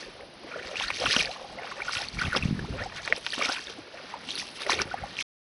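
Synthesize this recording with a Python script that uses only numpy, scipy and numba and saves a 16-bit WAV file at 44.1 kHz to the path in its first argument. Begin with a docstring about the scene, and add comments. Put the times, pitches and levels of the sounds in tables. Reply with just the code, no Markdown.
"""A creek murmurs and trickles throughout under a treble hiss, as wind eddies rumble on the microphone.
From the start wading feet push up surges of slosh and spray and drag gurgling hollows, all swarms of ringing bubbles.
From half a second on air pockets pop as single decaying tones, then water slaps as noise bursts, and later
lone bubbles glug upwards in pitch and gusts thump. Short echoes follow the water; at the end the sound is cut off."""
import sys
import numpy as np
from scipy import signal
from scipy.fft import rfft, irfft, next_fast_len
from scipy.io import wavfile
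from scipy.ndimage import uniform_filter1d
from numba import njit

SR = 44100
rng = np.random.default_rng(int(sys.argv[2]) if len(sys.argv) > 2 else 0)


def makeup_ratio(level_db):
    """Linear amplitude ratio for a level in decibels (20 dB per factor of ten)."""
    decades = np.asarray(level_db, float) / 20
    return 10 ** decades


def put_to_file(sound):
    """Save the sound as 16-bit audio at rate SR, in the file named by the first command-line argument."""
    columns = np.atleast_2d(sound).T  # one column per channel
    safe = np.clip(columns, -1, 1)
    whole_steps = np.round(safe * 32767)
    wavfile.write(sys.argv[1], SR, whole_steps.astype(np.int16))


N = 243323
CONTROL_STEP = 64  # samples between the values of a slow control

# surges of pushed water; build and drain are the times for 20 dB:
# (peak time [s], level [dB], build [s], drain [s], spray over slosh [dB])
SURGES = [(0.0, -45, .1, .2, -3), (.53, -47, 0.13, 0.42, -11), (.68, -44, .15, .3, .1),
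          (.825, -33, .13, .16, 1.5), (.89, -39.5, .1, .12, 2.5), (.97, -44, .2, .5, 14),
          (1.053, -35, .08, .2, 3), (1.12, -35, .2, .25, 9), (1.22, -30.5, .3, .07, 5),
          (1.3, -46, .1, .15, -3), (1.68, -46, .25, 0.62, -3), (1.89, -39, .2, .2, -2.5),
          (1.976, -33, .12, .15, 4), (2.02, -41, .1, .15, 4), (2.17, -46, .08, .2, 9),
          (2.21, -37, .04, .25, -8), (2.27, -43, .15, .3, 1.5), (2.325, -38, .08, .1, -4),
          (2.365, -33.5, .04, .06, -2), (2.42, -46, .2, 0.57, 2.5), (2.814, -43, 0.17, 0.16, -8),
          (2.98, -43, .15, 0.18, -5), (3.06, -41, .2, .15, 6), (3.17, -50, .15, .2, 18),
          (3.25, -51, .1, .2, 16), (3.31, -45, .05, 0.16, 16), (3.335, -37, .05, .03, 5),
          (3.385, -40, .02, .2, -2), (3.42, -37, .05, 0.33, -0.3), (3.46, -35, .1, .3, 8),
          (3.53, -35, .25, .07, 4), (3.692, -43, 0.042, 0.09, -1), (3.961, -48.5, 0.1, .5, -6),
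          (4.11, -48, .2, .12, -2), (4.31, -48, .04, .3, 16), (4.385, -43, 0.17, .14, 15),
          (4.54, -50, .25, 0.35, 14), (4.62, -42, .06, .3, 5), (4.715, -32, 0.09, .12, -2),
          (4.814, -38.5, 0.18, 0.074, -0.1), (4.919, -42.5, 0.095, .12, -10), (5.05, -48, 0.18, .3, -5.5),
          (5.2, -40, .12, .2, 5)]


def colour(points):
    """Spectral shaping: white noise filtered through (frequency [Hz], relative level [dB]) points, rms 1."""
    hz, db = np.transpose(points)
    size = next_fast_len(N)
    bins = np.maximum(np.arange(size // 2 + 1) * SR / size, 1)
    response = makeup_ratio(np.interp(np.log(bins), np.log(hz), db))
    noise = irfft(rfft(rng.standard_normal(size)) * response, size)[:N]
    return noise / noise.std()


def walk(rate):
    """Random modulation: levels drawn rate times a second and smoothed twice; spread near 1."""
    k = int(SR / rate)
    held = np.repeat(rng.standard_normal(N // k + 1), k)
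    return 1.62 * uniform_filter1d(uniform_filter1d(held, k), k)[:N]


@njit
def ring(length, start_s, peak, hz, swell_s, rise, phase):
    """Bubble resonance: each tone swells for swell_s, dies away, and climbs as the bubble nears the surface."""
    out = np.zeros(length)
    for k in range(len(hz)):
        first, tau, p = int(start_s[k] * SR), swell_s[k] * SR, phase[k]
        for i in range(min(int(6 * tau), length - first)):
            u = i / tau  # time in swell times; the level peaks at 1
            p += 2 * np.pi * hz[k] * rise[k] ** min(u - 1, 1.5) / SR
            out[first + i] += peak[k] * (u * np.exp(1 - u)) ** 1.5 * np.sin(p)
    return out


def swarm(hz, octaves, rate, cycles, scatter_db, rise, hiss_db):
    """Superposition: bubbles of chance size and pitch, in bursts, over the hiss of those too small to tell; rms 1."""
    chance = rng.random((12000, 6)).T
    start_s = np.cumsum(-np.log(1 - chance[0])) / rate  # chance gaps, as in a Poisson process
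    inside = start_s < N / SR
    start_s, chance = start_s[inside], chance[:, inside]
    centre_hz = np.broadcast_to(hz, N)[(start_s * SR).astype(int)]
    pitch_hz = np.minimum(centre_hz * 2 ** (octaves * 2 * (chance[1] + chance[2] - 1)), 9000)
    swell_s = cycles * (.15 + .5 * chance[3] ** 2) / pitch_hz
    peak = makeup_ratio(-scatter_db * np.log(1.02 - chance[4]))  # many small, few large, none huge
    bubbles = ring(N, start_s, peak, pitch_hz, swell_s, np.full(len(peak), rise), 2 * np.pi * chance[5])
    edges_hz = np.mean(hz) * 2 ** (octaves * np.array([-3, -1, 1, 3]))
    hiss = colour(np.transpose([edges_hz, [-39.5, -1.5, -1.5, -41]]))
    bursts = makeup_ratio(2.44 * walk(45))
    crowd = (bubbles / bubbles.std() + makeup_ratio(hiss_db) * hiss) * bursts
    return crowd / crowd.std()


def single(s, db, hz, ms, rise):
    """Damped resonance of lone loud events; each stays loud for about two swell times."""
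    swell_s = ms / 1000 / 2.23
    return ring(N, s - .25 * swell_s, makeup_ratio(db), hz, swell_s, rise, 2 * np.pi * rng.random(len(s)))


def swells(s, db, build_s, drain_s):
    """Exponential growth and decay: power (events x control steps) climbs and falls steadily in dB."""
    late = np.arange(0, N, CONTROL_STEP) / SR - s[:, None]
    pace = np.where(late < 0, -1 / np.reshape(build_s, (-1, 1)), 1 / drain_s[:, None])
    return makeup_ratio(db[:, None] - 20 * late * pace) ** 2, late


def full(coarse):
    """Linear interpolation of a slow control to every sample."""
    return np.interp(np.arange(N), np.arange(0, N, CONTROL_STEP), coarse)


def gain(power, db=0.):
    """Power addition: gain of all events together, each shifted by db."""
    return full(np.sqrt(np.sum(power * np.reshape(makeup_ratio(db), (-1, 1)) ** 2, axis=0)))


def creek():
    """Turbulent flow blends into a far murmur of noise; nearby, entrained bubbles trickle."""
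    # spectrum of the murmur: (frequency [Hz], relative level [dB])
    murmur = [(18, -40), (30, -28), (69, -9.5), (222, 2.5), (655, -0.5), (1290, -6), (3620, -5.5),
              (4850, -6), (6500, -18.5), (8450, -56), (14300, -120)]
    # small bubbles nearby: (centre [Hz], half the widest spread [octaves], rate [1/s], swell scale [cycles],
    # level scatter [dB], pitch rise per swell time [factor], hiss over bubbles [dB])
    trickle = (1299.5, 1.23, 200, 8.0, 5, 1.27, -17.5)
    murmur_db, trickle_db = -48.5, -56
    return makeup_ratio(murmur_db + 1.0 * walk(12)) * colour(murmur) + makeup_ratio(trickle_db) * swarm(*trickle)


def wind():
    """Turbulent eddies wobble the pressure on the microphone, quicker in hard gusts; lone thumps join in."""
    # gusts; build and drain are the times for 20 dB: (peak time [s], level [dB], build [s], drain [s])
    gusts = [(.1, -59, .8, .9), (.6, -58, .5, .3), (.83, -46, .2, .2), (1.07, -42, .2, .15),
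             (1.2, -44, .15, .2), (1.53, -49, .15, .15), (1.97, -53.5, .4, .3), (2.275, -35, .25, .3),
             (2.49, -31, .2, .45), (2.63, -39, .15, .5), (2.71, -39, .15, .2), (2.83, -45, .15, .2),
             (3.1, -59, .4, .6), (3.72, -57, .1, 0.24), (4.405, -50, .05, .08), (4.76, -41, .12, 0.34),
             (5.07, -47, .4, 0.52)]
    # eddies: (centre at -45 dB [Hz], half the widest spread [octaves], rate [1/s], swell scale [cycles],
    # level scatter [dB], pitch rise per swell time [factor], hiss over eddies [dB])
    eddies = (135.5, 1.01, 110, 2.5, 2, 1.0, -3)
    # low thumps of gusts and heavy steps: (time [s], peak [dB], pitch [Hz])
    thumps = [(1.049, -31, 271), (1.079, -33, 110), (1.164, -22, 241), (1.969, -36, 99), (2.18, -27.5, 137),
              (2.219, -31, 157), (2.249, -30, 122), (2.269, -24.5, 102), (2.281, -24.5, 156),
              (2.363, -24, 270), (2.433, -21, 153), (2.454, -13.5, 168), (2.486, -22, 137),
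              (2.509, -17.5, 174), (2.526, -16, 174), (2.549, -28, 190), (2.623, -28, 162),
              (2.641, -27, 157), (2.71, -30, 126), (3.378, -30.5, 268), (3.393, -35, 266),
              (3.456, -34, 272), (3.49, -30, 290), (4.698, -34, 262), (4.855, -35, 138)]
    breeze_db, eddy_oct_per_db, thump_ms = -67, .012, 7.5
    s, db, hz = np.transpose(thumps)
    blow = np.hypot(gain(swells(*np.transpose(gusts))[0]), makeup_ratio(breeze_db))
    eddy_hz = eddies[0] * 2 ** (eddy_oct_per_db * (20 * np.log10(blow) + 45))
    rumble = blow * swarm(eddy_hz, *eddies[1:])
    return rumble + single(s, db, hz, np.full(len(s), thump_ms), np.ones(len(s)))


def gurgle():
    """Cavity resonance behind a dragged foot: pitch climbs as the hollow fills; the loudest hollow leads."""
    # hollows; drain is the time for 20 dB: (peak time [s], level [dB], drain [s], pitch at the peak [Hz])
    hollows = [(0.0, -43, .15, 400), (.22, -47, .2, 500), (.45, -44, .25, 500), (.57, -41, .3, 500),
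               (.72, -43, .2, 580), (0.892, -39, 0.03, 826), (1.045, -36, .12, 480), (1.17, -38, .2, 600),
               (1.26, -38, .3, 750), (1.43, -38, .1, 760), (1.59, -40, .3, 620), (1.76, -40, .3, 550),
               (1.977, -41, .15, 800), (2.24, -38, .15, 756), (2.365, -38, 0.05, 518), (2.76, -48, .2, 520),
               (2.84, -40, .2, 680), (3.02, -46, .2, 800), (3.133, -42, 0.06, 612), (3.42, -42, .2, 517),
               (3.49, -36.5, .1, 800), (3.7, -49, .1, 500), (3.78, -49, .12, 450), (3.97, -46, .3, 661),
               (4.13, -46, .1, 850), (4.68, -34.5, .12, 519), (4.79, -39, .2, 433), (4.98, -44, .2, 700),
               (5.03, -41, .15, 760)]
    # their bubbles: (half the widest spread [octaves], rate [1/s], swell scale [cycles], level scatter [dB],
    # pitch rise per swell time [factor], hiss over bubbles [dB])
    crowd = (.4, 170, 7.0, 3.5, 1.06, -9)
    build_s, fill_oct_per_s = .09, 1.5  # build for 20 dB
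    s, db, drain_s, hz = np.transpose(hollows)
    power, late = swells(s, db, build_s, drain_s)
    octave = np.log2(hz)[:, None] + fill_oct_per_s * np.clip(late, -.2, .4)
    mean_octave = np.sum(power * octave, axis=0) / np.sum(power, axis=0)  # weighted by power
    return gain(power) * swarm(full(2 ** mean_octave), *crowd)


def slosh_and_spray():
    """Air entrainment: each surge of pushed water drives a low swarm (slosh) and a high swarm (spray)."""
    # both swarms: (centre [Hz], half the widest spread [octaves], rate [1/s], swell scale [cycles],
    # level scatter [dB], pitch rise per swell time [factor], hiss over bubbles [dB])
    slosh = (1800, .5, 600, 6.5, 4.2, 1.03, -8)
    spray = (4200, .55, 1700, 4.5, 4.0, 1.02, -8)
    s, db, build_s, drain_s, lead_db = np.transpose(SURGES)
    power = swells(s, db, build_s, drain_s)[0]
    return gain(power, -lead_db / 2) * swarm(*slosh) + gain(power, lead_db / 2) * swarm(*spray)


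def treble_hiss(splash):
    """Amplitude modulation: shaped treble noise follows every crack of the splash, over a steady floor."""
    # spectrum of the hiss: (frequency [Hz], relative level [dB])
    treble_hz_db = [(5500, -14.5), (6800, -22.5), (8000, -0.5), (10500, 8.5), (11500, -8)]
    # slow drift of the treble share: (time [s], shift of the treble hiss [dB])
    treble_drift = [(0, 3), (.8, -3), (1.05, 2.5), (1.25, .1), (1.8, -.5), (2.3, 5), (2.5, -8), (3.0, -6),
                    (3.25, 8), (3.5, -3), (4.0, -3), (4.35, 6), (4.7, 8), (5.2, 2.5)]
    surge_db, lead_share = -18, .95  # hiss over the surge; share of the spray's lead that it follows
    floor_db = -68
    s, db, build_s, drain_s, lead_db = np.transpose(SURGES)
    power = swells(s, db, build_s, drain_s)[0]
    shift_db = np.interp(s, *np.transpose(treble_drift))
    surging = gain(power, surge_db + lead_share * lead_db / 2 + shift_db)
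    quick, slow = (uniform_filter1d(splash ** 2, int(window_s * SR)) + 1e-12 for window_s in (.0015, .06))
    crackle = (quick / slow) ** 0.43 * makeup_ratio(2.0 * walk(300))
    hiss = colour(treble_hz_db) * crackle / np.sqrt(np.mean(crackle ** 2))
    return np.hypot(surging, makeup_ratio(floor_db)) * hiss


def pops():
    """Bubble resonance: trapped air pops and big drops land; the longer a pocket rings, the more it climbs."""
    # loudest pops and landing drops: (time [s], peak [dB], pitch [Hz], length [ms])
    pockets = [(0.5379, -31.5, 1380, 11), (0.5592, -27, 604, 8.8), (0.5685, -36, 469, 20.4),
               (0.702, -37, 592, 27), (0.7565, -23, 2410, 2.5), (0.768, -23, 2700, 2.6),
               (0.7993, -13, 2900, .6), (0.8093, -23.5, 860, 2.8), (0.8182, -20.5, 2520, 2.2),
               (0.839, -29, 1590, 6.7), (0.881, -23.5, 4170, 4.7), (0.9026, -21, 1060, 2),
               (0.9033, -18, 2350, 1.9), (0.9137, -22.5, 1980, 1.3), (1.0001, -27, 4970, 4.4),
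               (1.0272, -28.5, 1250, 4.8), (1.038, -19, 667, 4.1), (1.0575, -14, 3000, 1.3),
               (1.0616, -14, 1380, 2), (1.0665, -16, 2570, 2.4), (1.108, -19.5, 1800, 1.7),
               (1.119, -22, 4040, 1.6), (1.129, -16, 4950, 1.3), (1.164, -9, 2950, 1.4),
               (1.1642, -16, 1490, 1.5), (1.1659, -17.5, 5600, 1.5), (1.1924, -16, 2880, 1.9),
               (1.2012, -17, 4330, .66), (1.205, -17.5, 2335, 6.7), (1.2265, -15, 5400, 0.63),
               (1.2488, -19, 2420, 1.2), (1.257, -18.5, 4520, 1.2), (1.3131, -26.5, 4010, 1.7),
               (1.4436, -34.5, 780, 7.8), (1.585, -34, 684, 17.4), (1.5865, -30.5, 2040, 4),
               (1.7202, -29.5, 1075, 5.6), (1.819, -23, 2260, 4.3), (1.8813, -24, 1410, 7.9),
               (1.894, -19, 1200, 1.6), (1.9697, -16.5, 2750, 0.88), (2.0174, -23, 5130, 1.3),
               (2.0856, -22.5, 4350, 1.8), (2.1879, -23, 2240, 5.1), (2.1945, -22.5, 4570, 1.5),
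               (2.1975, -26, 1490, 4.3), (2.2126, -22, 1420, 8.9), (2.2541, -26.5, 2560, 5),
               (2.3503, -16, 1240, 2.5), (2.362, -20, 5080, 3.5), (2.3622, -19, 503, 5.1),
               (2.366, -22, 3200, 4.5), (2.3707, -18, 5300, 1.4), (2.3727, -15.5, 3030, 0.8),
               (2.425, -21, 2530, 4.4), (2.5923, -26.5, 1640, 3.9), (2.8172, -29, 1780, 11),
               (2.8374, -28, 5050, 1.3), (2.8589, -29, 750, 8.9), (3.0504, -25, 4260, 1.6),
               (3.0767, -14.5, 1990, 1), (3.0767, -30.5, 620, 7.1), (3.1246, -4.5, 1990, 1.38),
               (3.1251, -24, 623, 9.3), (3.2648, -10, 3200, .4), (3.2667, -20.5, 1730, 1.5),
               (3.304, -22, 4460, 1.3), (3.3228, -17, 3850, .6), (3.333, -25, 1800, 4.2),
               (3.3388, -22.5, 3040, 1.9), (3.3803, -21, 1060, 1.8), (3.3935, -25, 625, 5.1),
               (3.423, -16, 2220, 2.6), (3.445, -24, 4960, 2.2), (3.486, -29, 1360, 8.2),
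               (3.4894, -18, 5330, .85), (3.494, -25.5, 743, 5.6), (3.4946, -24.5, 1430, 8.1),
               (3.5237, -17, 4980, 0.92), (3.67, -29, 3550, 2.5), (3.681, -36, 1660, 5.5),
               (3.942, -35, 613, 7.5), (4.1394, -25.5, 925, 5.2), (4.2889, -22.5, 2970, 1.1),
               (4.3062, -19.5, 3950, 1.2), (4.3159, -24, 3270, 1.8), (4.3542, -21.5, 4300, 1.6),
               (4.362, -23.5, 3920, 1.3), (4.4172, -31.5, 1900, 4), (4.605, -26.5, 2720, .87),
               (4.6629, -30, 590, 17), (4.665, -22, 1960, 1.5), (4.6954, -11.5, 1000, 2.1),
               (4.697, -19, 3830, 2.1), (4.7037, -19.5, 2010, 2.6), (4.7045, -10.5, 5500, 0.56),
               (4.7187, -20, 1250, 1.7), (4.7202, -14, 2300, 1.5), (4.7267, -20, 1970, 2.1),
               (4.7317, -28, 380, 7.2), (4.7317, -16, 3600, 1.2), (4.791, -20.5, 2250, 3.2),
               (4.7995, -18, 1460, 2.2), (4.8007, -31.5, 388, 18), (4.8152, -17.5, 1360, 0.97),
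               (4.8177, -8.5, 5440, 0.58), (4.9114, -29.5, 1406, 10.8), (4.941, -19.5, 750, 4.7),
               (5.0361, -29, 760, 6.9), (5.1683, -24.5, 3120, 1.4), (5.189, -17, 2500, 1.5)]
    rise_per_cycle = 0.0044
    s, db, hz, ms = np.transpose(pockets)
    return single(s, db, hz, ms, 1 + rise_per_cycle * hz * ms / 1000)


def slaps():
    """Impact noise: water striking water gives a broad burst that swells in a moment and dies fast."""
    # flat slaps: (time [s], level before the attack [dB], time to fall 15 dB [ms])
    impacts = [(0.756, -27, 4), (0.798, -27, 6), (0.903, -22, 6), (1.04, -26, 8), (1.058, -24, 12),
               (1.1635, -19, 8), (2.189, -30, 10), (2.361, -21, 16), (2.592, -33, 8), (3.076, -30, 8),
               (3.1245, -28, 12), (3.2645, -24, 7), (3.380, -26, 8), (3.419, -23, 10), (4.288, -33, 6),
               (4.605, -31, 5), (4.665, -28, 8), (4.6955, -21, 10), (4.731, -24, 8), (4.791, -25, 5),
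               (4.816, -23, 8)]
    # their spectrum: (frequency [Hz], relative level [dB])
    spectrum = [(150, -12), (400, 0.1), (2500, -3), (5500, -10), (7000, -32)]
    attack_ms = 1.5
    shape = np.zeros(N)
    t = np.arange(int(.1 * SR)) / SR
    for s, db, ms in impacts:
        attack = 1 - np.exp(-t * 1000 / attack_ms)
        shape[int(s * SR):][:len(t)] += makeup_ratio(db - 15 * t * 1000 / ms) * attack
    return shape * colour(spectrum)


def glugs():
    """Cavity resonance: lone big bubbles glide up in pitch as a hollow fills."""
    # (time [s], peak [dB], pitch [Hz], length [ms], pitch rise per swell time [factor])
    bubbles = [(1.0, -32, 482, 21, 1.8), (1.7132, -31, 1360, 6.2, 1.4), (2.642, -37, 846, 16, 1.38),
               (2.73, -40, 517, 53, 1.15), (2.8, -38, 619, 41, 1.3), (3.688, -44, 1960, 10, 1.5)]
    return single(*np.transpose(bubbles))


def echoes(water):
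    """Diffuse reflection: stones and banks return the water as a short decaying noise response."""
    t = np.arange(int(.08 * SR)) / SR
    banks = rng.standard_normal(len(t)) * makeup_ratio(-60 * t / 0.025) * (t > .002)  # falls 60 dB in 25 ms
    return makeup_ratio(-13) * signal.fftconvolve(water, banks / np.sqrt(np.sum(banks ** 2)))[:N]


def scene():
    """Linear superposition of steps, creek and wind, with echoes of the steps' water."""
    splash = slosh_and_spray() + pops() + slaps() + glugs()
    water = splash + treble_hiss(splash) + gurgle()
    return (water + echoes(water) + creek() + wind())[None]


def low_pass(x):
    """Removes everything above the highest recorded frequency."""
    return signal.sosfilt(signal.butter(12, 11570, fs=SR, output="sos"), x)


def record(dry):
    """Linear filtering: notches cut narrow dips in the treble below a steep top; the sound stops dead near the end."""
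    # narrow dips in the treble: (centre [Hz], width [Hz])
    dips = [(7020, 1440), (8550, 760), (10020, 300)]
    top_hz, cut_s = 11000, 5.2256
    for hz, width_hz in dips:
        dry = signal.lfilter(*signal.iirnotch(hz, hz / width_hz, SR), dry)
    dry = signal.sosfilt(signal.cheby1(10, .5, top_hz, fs=SR, output="sos"), dry)
    mix = dry * (np.arange(N) < cut_s * SR)
    return low_pass(mix)


dry = scene()
out = record(dry)
put_to_file(out)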